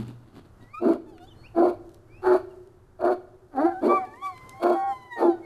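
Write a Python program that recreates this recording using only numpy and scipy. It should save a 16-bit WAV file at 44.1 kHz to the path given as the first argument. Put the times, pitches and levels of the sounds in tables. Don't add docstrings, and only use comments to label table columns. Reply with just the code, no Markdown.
import sys
import numpy as np
from scipy import signal
from scipy.fft import rfft, irfft, next_fast_len
from scipy.io import wavfile
from scipy.ndimage import uniform_filter1d, minimum_filter1d, map_coordinates

SR = 44100
rng = np.random.default_rng(int(sys.argv[2]) if len(sys.argv) > 2 else 0)


def output_pcm(signal):
    pcm = np.clip(np.atleast_2d(signal).T, -1, 1) * 32767
    wavfile.write(sys.argv[1], SR, np.round(pcm).astype(np.int16))


N = 240697

# (time [s], frequency [Hz])
LONG_WHINE_PITCH = [(3.7, 815), (3.75, 745), (3.81, 785), (3.895, 1155), (3.955, 1172), (4.0, 1116),
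                    (4.075, 845), (4.135, 885), (4.24, 1155), (4.28, 1138), (4.36, 1020), (4.53, 1035),
                    (4.64, 1112), (4.88, 1105), (4.94, 1030), (5.09, 995), (5.26, 865), (5.31, 765),
                    (5.41, 722)]


def dog():
    # (time [s], attack [s], hold [s], release [dB/s], pitch [Hz], glide [Hz/s], chest [dB], throat [dB],
    #  mouth [dB], hiss [dB], chest swell [dB/s], brightness fade [dB/s], first hoarseness [0-1],
    #  last hoarseness [0-1], jaw open [s], formant rise [ratio], hollowness [dB], mouth band top [Hz])
    barks = [(0.794, 0.065, 0.063, 400, 344.6, -130, -19, -26, -41.5, -55, 1, -27, 0.63, 0.95, .072, 1.01, 2.5, 1640),
             (1.538, .056, 0.088, 385, 351.1, 54, -21, -23, -40.5, -53.5, -19, -5, 0.28, 0.47, 0.096, 1.15, 2, 1810),
             (2.215, 0.061, 0.077, 400, 371.3, -26.5, -20.5, -26, -33, -50, -16, 2, 0.46, 0.42, 0.085, 1.34, 6.5, 1703),
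             (2.985, 0.084, 0.059, 500, 359.6, 42, -23, -24, -38.5, -54.5, 19.5, 51.5, 0.56, 0.39, 0.15, 1.005, 5.5, 1720),
             (3.51, 0.092, .068, 347, 318.4, 888.5, -24, -27, -37, -57.5, 37, -35, 0.22, 0.06, 0.72, 1.18, 3.5, 2160),
             (3.803, .043, 0.0788, 291, 349.3, 242, -21.5, -26, -41, -54, -62.5, -14.5, .8, .8, .072, 1.0, -1, 1820),
             (4.591, 0.055, 0.089, 407, 349.3, -140, -24, -24, -36.5, -52.5, -2, 20, 0.49, 0.25, 0.062, 1.01, 2.5, 1670),
             (5.155, .075, 0.064, 389, 345.7, -150, -20, -27.5, -44, -55, 114, 90.5, 0.86, 0.11, 0.085, 1.22, -4.5, 1700)]
    # (time [s], frequency [Hz])
    first_whine = [(0.602, 956), (.68, 970), (.74, 1185), (.79, 1293), (0.828, 1365), (.88, 1350)]
    second_whine = [(1.059, 894), (1.109, 860), (1.152, 750), (1.185, 710), (1.221, 710), (1.297, 840)]
    # (fundamental [dB], octave [dB], overtones before strain [dB])
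    nasal_levels = [(-75, -66, -78), (-60, -76, -65.5), (-52.5, -57.5, -67)]
    # (time [s], length [s], first pitch [Hz], last pitch [Hz], level [dB])
    moans = [(3.644, 0.07, 788, 746, -24), (3.877, 0.1894, 775, 739, -31), (4.207, 0.15, 781, 729, -43.5),
             (4.522, .12, 788, 780, -48.5), (4.735, 0.21, 781, 794, -26.5)]
    squeaks = [(1.265, 0.042, 3260, 3800, -57), (1.295, 0.048, 3240, 2830, -57.5),
               (1.328, 0.19, 4160, 4570, -65), (1.425, 0.064, 2024, 3130, -52),
               (2.067, 0.17, 2100, 2860, -59.5), (2.488, 0.049, 3070, 2600, -71),
               (5.411, 0.098, 2130, 2310, -51.5)]
    voice = np.zeros(N)
    for row in barks:
        add(voice, *bark(row))
    for points, nasal_db in zip((first_whine, second_whine, LONG_WHINE_PITCH), nasal_levels):
        add(voice, *whistle(points, nasal_db))
    for row in moans:
        add(voice, *moan(*row))
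    for row in squeaks:
        add(voice, *squeak(*row))
    return voice


def bark(row, onset_db=36, chest_lag_s=0.0042, arch_hz_per_s2=1504, jitter=0.046, tripling=0.96):
    # (frequency [Hz], relative spectral level [dB])
    teeth = [(1500, -12.5), (2050, -4), (2240, 9), (2600, -4), (3100, -6), (3650, -4), (3950, -4),
             (4450, 3), (5100, -13.5), (8000, -14.5), (10300, -10.5), (13000, -14)]
    (start, attack, hold, release, mid_hz, slope, chest_db, throat_db, mouth_db, hiss_db,
     swell, fade, first_hoarse, last_hoarse, jaw_s, formant_rise, hollow_db, mouth_top_hz) = row
    t, gate = span(start, attack + hold + .12)
    n, age = len(t), t - start

    def effort(age):
        rise_db = -onset_db * np.maximum(1 - age / attack, 0) ** 2
        return rise_db - release * np.maximum(age - attack - hold, 0)

    shudder = lambda: 2.87 * wobble(66.5, n)
    from_middle = np.minimum(age, attack + hold) - attack - hold / 2
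    bright_db = effort(age) - fade * from_middle
    turn = -hold / 2 - attack / 3
    gliding = turn + np.abs(from_middle - turn)
    pitch = mid_hz + slope * gliding - arch_hz_per_s2 * gliding ** 2
    hoarse = np.clip(np.interp(age, [attack / 2, attack + hold], [first_hoarse, last_hoarse]), 0, 1)
    phase = cycles(pitch * (1 + jitter * np.sqrt(hoarse) * wobble(128.3, n)))
    triple = phase / 3 + wobble(43.9, n)
    beat = 1 + hoarse * (2 * tripling * np.cos(triple) + .5 * wobble(200, n))
    pulses = unit(beat * sum(np.cos(k * phase) for k in np.arange(1, 8)))
    turbulence = noise(n) * (1 + 0.043 * np.cos(phase))
    opening = 1 / (1 + (age / jaw_s) ** 4)
    voiced = vocal_tract(pulses, opening, formant_rise, hollow_db)
    breathy = vocal_tract(turbulence, opening, formant_rise, hollow_db)

    def register(low_hz, high_hz, share):
        tone, rush = unit(band(voiced, low_hz, high_hz)), unit(band(breathy, low_hz, high_hz))
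        return steady(np.sqrt(1 - share) * tone + np.sqrt(share) * rush)

    rasp = unit(band(np.sin(2 * phase / 3 + wobble(22.6, n)) + 10 * noise(n), 247.3, 423))
    slack = 1 / (1 + np.exp((pitch - 358) / 8))
    chest_gain = amp(chest_db + effort(age - chest_lag_s) + swell * from_middle + shudder())
    chest = chest_gain * steady(np.cos(phase) + 1.08 * hoarse * slack * rasp)
    throat = amp(throat_db + bright_db + shudder()) * register(390, 1020, hoarse / 2)
    mouth = amp(mouth_db + bright_db + shudder()) * register(1160, mouth_top_hz, hoarse)
    hiss = amp(hiss_db + 0.66 * bright_db + 3 * wobble(72.4, n)) * coloured(turbulence, teeth)
    return start, gate * (chest + throat + mouth + hiss)


def vocal_tract(x, opening, formant_rise, hollow_db, hollow_hz=670, hollow_width_hz=110):
    # (frequency [Hz], bandwidth [Hz], gain [dB])
    formants = [(312, 83.6, 5), (643.6, 41, 10), (804, 43, -1.5), (963, 200, -3), (1391, 287, -10),
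                (1585, 290, -14)]

    def response(hz):
        throat = sum((-1) ** k * amp(db) * 1j * hz * width / (centre ** 2 - hz ** 2 + 1j * hz * width)
                     for k, (centre, width, db) in enumerate(formants))
        return throat * amp(hollow_db / (1 + ((hz - hollow_hz) / hollow_width_hz) ** 2))

    wide_open = filtered(x, lambda hz: response(hz / formant_rise))
    return (1 - opening) * filtered(x, response) + opening * wide_open


def whistle(points, nasal_db, flutter=.006, patchy_db=5, strain_db_per_octave=16.5, easy_hz=1047):
    # (time [s], length [s], fundamental [dB], octave [dB], overtones before strain [dB])
    surges = [(0.73, 0.039, -32.5, -40, -58.5), (0.755, 0.057, -35.5, -55, -67),
              (1.072, 0.047, -75, -79, -58), (1.197, 0.065, -49.5, -65, -56.5),
              (3.678, 0.14, -38.5, -51, -81), (3.88, 0.12, -23, -38.5, -64),
              (4.134, 0.017, -69, -31, -81.5), (4.211, 0.11, -32.5, -51, -60),
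              (4.647, 0.34, -44, -82.5, -68), (5.1, .11, -44.5, -41, -60.5), (5.195, 0.16, -31, -62.5, -60)]
    # (frequency [Hz], gain [dB])
    nose = [(2200, -12.5), (2900, 4), (3500, 3.5), (4500, 0), (5500, -11.5), (7500, -11), (12000, -19.5)]
    t, gate = span(points[0][0], points[-1][0] - points[0][0])
    n, pitch = len(t), glide(t, points)
    oral = sum(amp(db)[:, None] * surge(t, start, length) for start, length, *db in surges)
    first, octave, upper = amp(nasal_db)[:, None] + oral
    phase = cycles(pitch * (1 + flutter * wobble(92, n)))
    overtones = sum(amp(along(nose, k * pitch) + patchy_db * wobble(25, n)) * np.sin(k * phase)
                    for k in np.arange(3, 10))
    breath = 0.54 * unit(band(noise(n), 3000, 16000, order=2))
    treble = unit(unit(overtones) + breath)
    tone = np.sqrt(2) * (first * np.sin(phase) + octave * amp(2 * wobble(30, n)) * np.sin(2 * phase))
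    strain_db = strain_db_per_octave * np.log2(pitch / easy_hz) + 2 * wobble(29.8, n)
    return t[0], gate * amp(wobble(60, n)) * (tone + upper * amp(strain_db) * treble)


def moan(start, length, first_hz, last_hz, db):
    t, _ = span(start, length)
    low = cycles(np.linspace(first_hz, last_hz, len(t)) * (1 + 0.0083 * wobble(110, len(t))))
    high = cycles(glide(t, LONG_WHINE_PITCH))
    tone = np.sin(low) + amp(-27) * np.sin(2 * low)
    combination = amp(-28) * np.sin(low + high) + amp(-24) * np.sin(2 * high - low)
    return start, surge(t, start, length) * np.sqrt(2) * amp(db) * (tone + combination)


def squeak(start, length, first_hz, last_hz, db):
    n = int(length * SR)
    phase = cycles(np.linspace(first_hz, last_hz, n) * (1 + 0.013 * wobble(180, n)))
    tone = np.sin(phase) + amp(-19) * np.sin(2 * phase)
    return start, np.sqrt(2) * amp(db) * np.hanning(n) * tone


def boom():
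    # (frequency [Hz], level [dB], 60 dB decay time [s])
    modes = [(120, -31, 0.71), (217, -26, 0.18), (312, -70, 0.25)]
    track, t = np.zeros(N), np.arange(SR) / SR
    for hz, db, t60 in modes:
        add(track, 0, amp(db - 60 * t / t60) * np.sin(2 * np.pi * hz * t))
    return track


def rubbing():
    # (time [s], level [dB], Gaussian width [s])
    scuffs = [(-0.006, -33.5, 0.025), (0.089, -43.5, 0.028), (0.303, -56, 0.11), (0.377, -43.5, 0.018),
              (0.45, -55.5, 0.024), (0.633, -51.5, 0.021),]
    rustles = [(1.9, -74, 0.064), (2.55, -75.5, .1), (4.25, -71, 0.55)]
    # (frequency [Hz], relative spectral level [dB])
    ground = [(35, -16), (60, -11), (190, -4), (290, 1.5), (500, -19), (934, -19.5), (1250, -21.5),
              (1840, -30.5), (4410, -31.5), (5500, -42.5), (13000, -44)]
    grit = lambda: rng.standard_normal(N) * amp(3.1 * wobble(400, N))
    paws = swells(scuffs) * coloured(grit(), ground)
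    mesh = swells(rustles) * unit(band(grit(), 1700, 13000, order=2))
    return paws + mesh


def fence(tick_t60=.009, clack_t60=.03):
    # (time [s], tick level [dB], clack level [dB])
    ticks = [(0.0813, -50, -50), (0.3538, -78, -57), (0.9347, -44, -45), (1.181, -67, -48.5),
             (1.893, -52.5, -71), (1.9449, -51, -79), (2.674, -60, -74), (4.052, -57, -58),
             (4.159, -58, -70), (4.266, -56, -47), (4.378, -49, -48.5), (4.4941, -37, -64.5)]
    track, t = np.zeros(N), np.arange(SR) / SR
    for start, tick_db, clack_db in ticks:
        tick = amp(tick_db - 60 * t / tick_t60) * unit(band(noise(SR), 2400, 13000, order=4))
        clack = amp(clack_db - 60 * t / clack_t60) * unit(band(noise(SR), 1600, 2300, order=4))
        add(track, start, tick + clack)
    return track


def near_wall(x, t60=.28):
    t = np.arange(SR // 2) / SR
    tail = band(noise(len(t)), 1900, 6000, order=4) * amp(-60 * t / t60)
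    return signal.fftconvolve(x, tail / np.linalg.norm(tail))[:N]


def yard(x, delay_s=0.0063):
    # (frequency [Hz], reverberation time [s])
    decay_times = [(120, 0.2), (350, 1.34), (700, 0.76), (1400, 0.89), (4000, 1.1), (12000, 0.54)]
    hz, t, spectra = signal.stft(rng.standard_normal((2, SR)), SR, nperseg=512)
    decay = amp(-60 * t / along(decay_times, hz)[:, None])
    tails = signal.istft(spectra * decay, SR, nperseg=512)[1]
    delayed = np.pad(x, (int(delay_s * SR), 0))[None]
    one, other = signal.fftconvolve(delayed, tails / np.linalg.norm(tails[0]), axes=1)[:, :N]
    turn = 1.1 * wobble(45, N)
    return np.cos(turn) * one + np.sin(turn) * other


def air(rumble_top_hz=130):
    # (frequency [Hz], relative spectral level [dB])
    spectrum = [(25, -5), (42, -7.5), (62, -10.5), (105, -0.5), (150, -14), (380, -20), (750, -24),
                (1450, -28), (2400, -43), (13000, -49.5)]
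    # (time [s], gain [dB])
    rumble_gains = [(0, -2.5), (1.5, 2.5), (3.499, -1.5), (5.4, -7.5)]
    ambient = coloured(rng.standard_normal(N), spectrum)
    rumble = band(ambient, 0.9, rumble_top_hz, order=4)
    rumble_db = np.interp(np.arange(N) / SR, *np.transpose(rumble_gains))
    return amp(-53 + 2.7 * wobble(4.9, N)) * (ambient - rumble + amp(rumble_db) * rumble)


def span(start, length):
    t = start + np.arange(int(length * SR)) / SR
    return t, np.clip(np.minimum((t - t[0]) / .008, (t[-1] - t) / .025), 0, 1)


def glide(t, points):
    return uniform_filter1d(np.interp(t, *np.transpose(points)), size=800)


def surge(t, start, length, edge_s=0.035):
    ramp = np.clip(np.minimum(t - start, start + length - t) / edge_s, 0, 1)
    return np.sin(np.pi / 2 * ramp) ** 1.62


def swells(rows):
    t = np.arange(N) / SR
    return sum(amp(db) * np.exp(-.5 * ((t - centre) / width) ** 2) for centre, db, width in rows)


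def amp(db):
    return 10 ** (np.asarray(db) / 20)


def unit(x):
    return x / np.sqrt(np.mean(x ** 2) + 1e-20)


def steady(x, window_s=0.015):
    power = uniform_filter1d(uniform_filter1d(x ** 2, int(window_s * SR)), int(window_s * SR / 2))
    return x / np.sqrt(np.abs(power) + 1e-12)


def along(points, hz):
    frequencies, values = np.transpose(points)
    return np.interp(np.log(hz + 1), np.log(frequencies + 1), values)


def add(track, start, x):
    part = track[max(round(start * SR), 0):][:len(x)]
    part += x[:len(part)]


def wobble(rate, n):
    return map_coordinates(rng.standard_normal(4096), [np.arange(n) * rate / SR], mode="wrap")


def noise(n):
    return rng.standard_normal(2 * SR)[:n]


def cycles(hz):
    return 2 * np.pi * np.cumsum(hz) / SR


def filtered(x, response):
    size = next_fast_len(len(x) + 8192)
    return irfft(rfft(x, size) * response(np.fft.rfftfreq(size, 1 / SR)), size)[:len(x)]


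def coloured(x, spectrum):
    return unit(filtered(x, lambda hz: amp(along(spectrum, hz))))


def band(x, low_hz, high_hz, order=12):
    return filtered(x, lambda hz: 1 / (1 + (low_hz / (hz + 1)) ** order) / (1 + (hz / high_hz) ** order))


def scene():
    direct = dog() + boom() + rubbing() + fence()
    return (direct + amp(-22.0) * yard(direct) + amp(-15.5) * near_wall(direct) + air())[None]


def record(dry, ceiling=.31, top_hz=13150):
    x = dry[0]
    needed = np.minimum(1, ceiling / (np.abs(x) + 1e-9))
    gain = uniform_filter1d(minimum_filter1d(needed, size=200), size=200)
    return filtered(x * gain, lambda hz: hz < top_hz)[None]


dry = scene()
out = record(dry)
output_pcm(out)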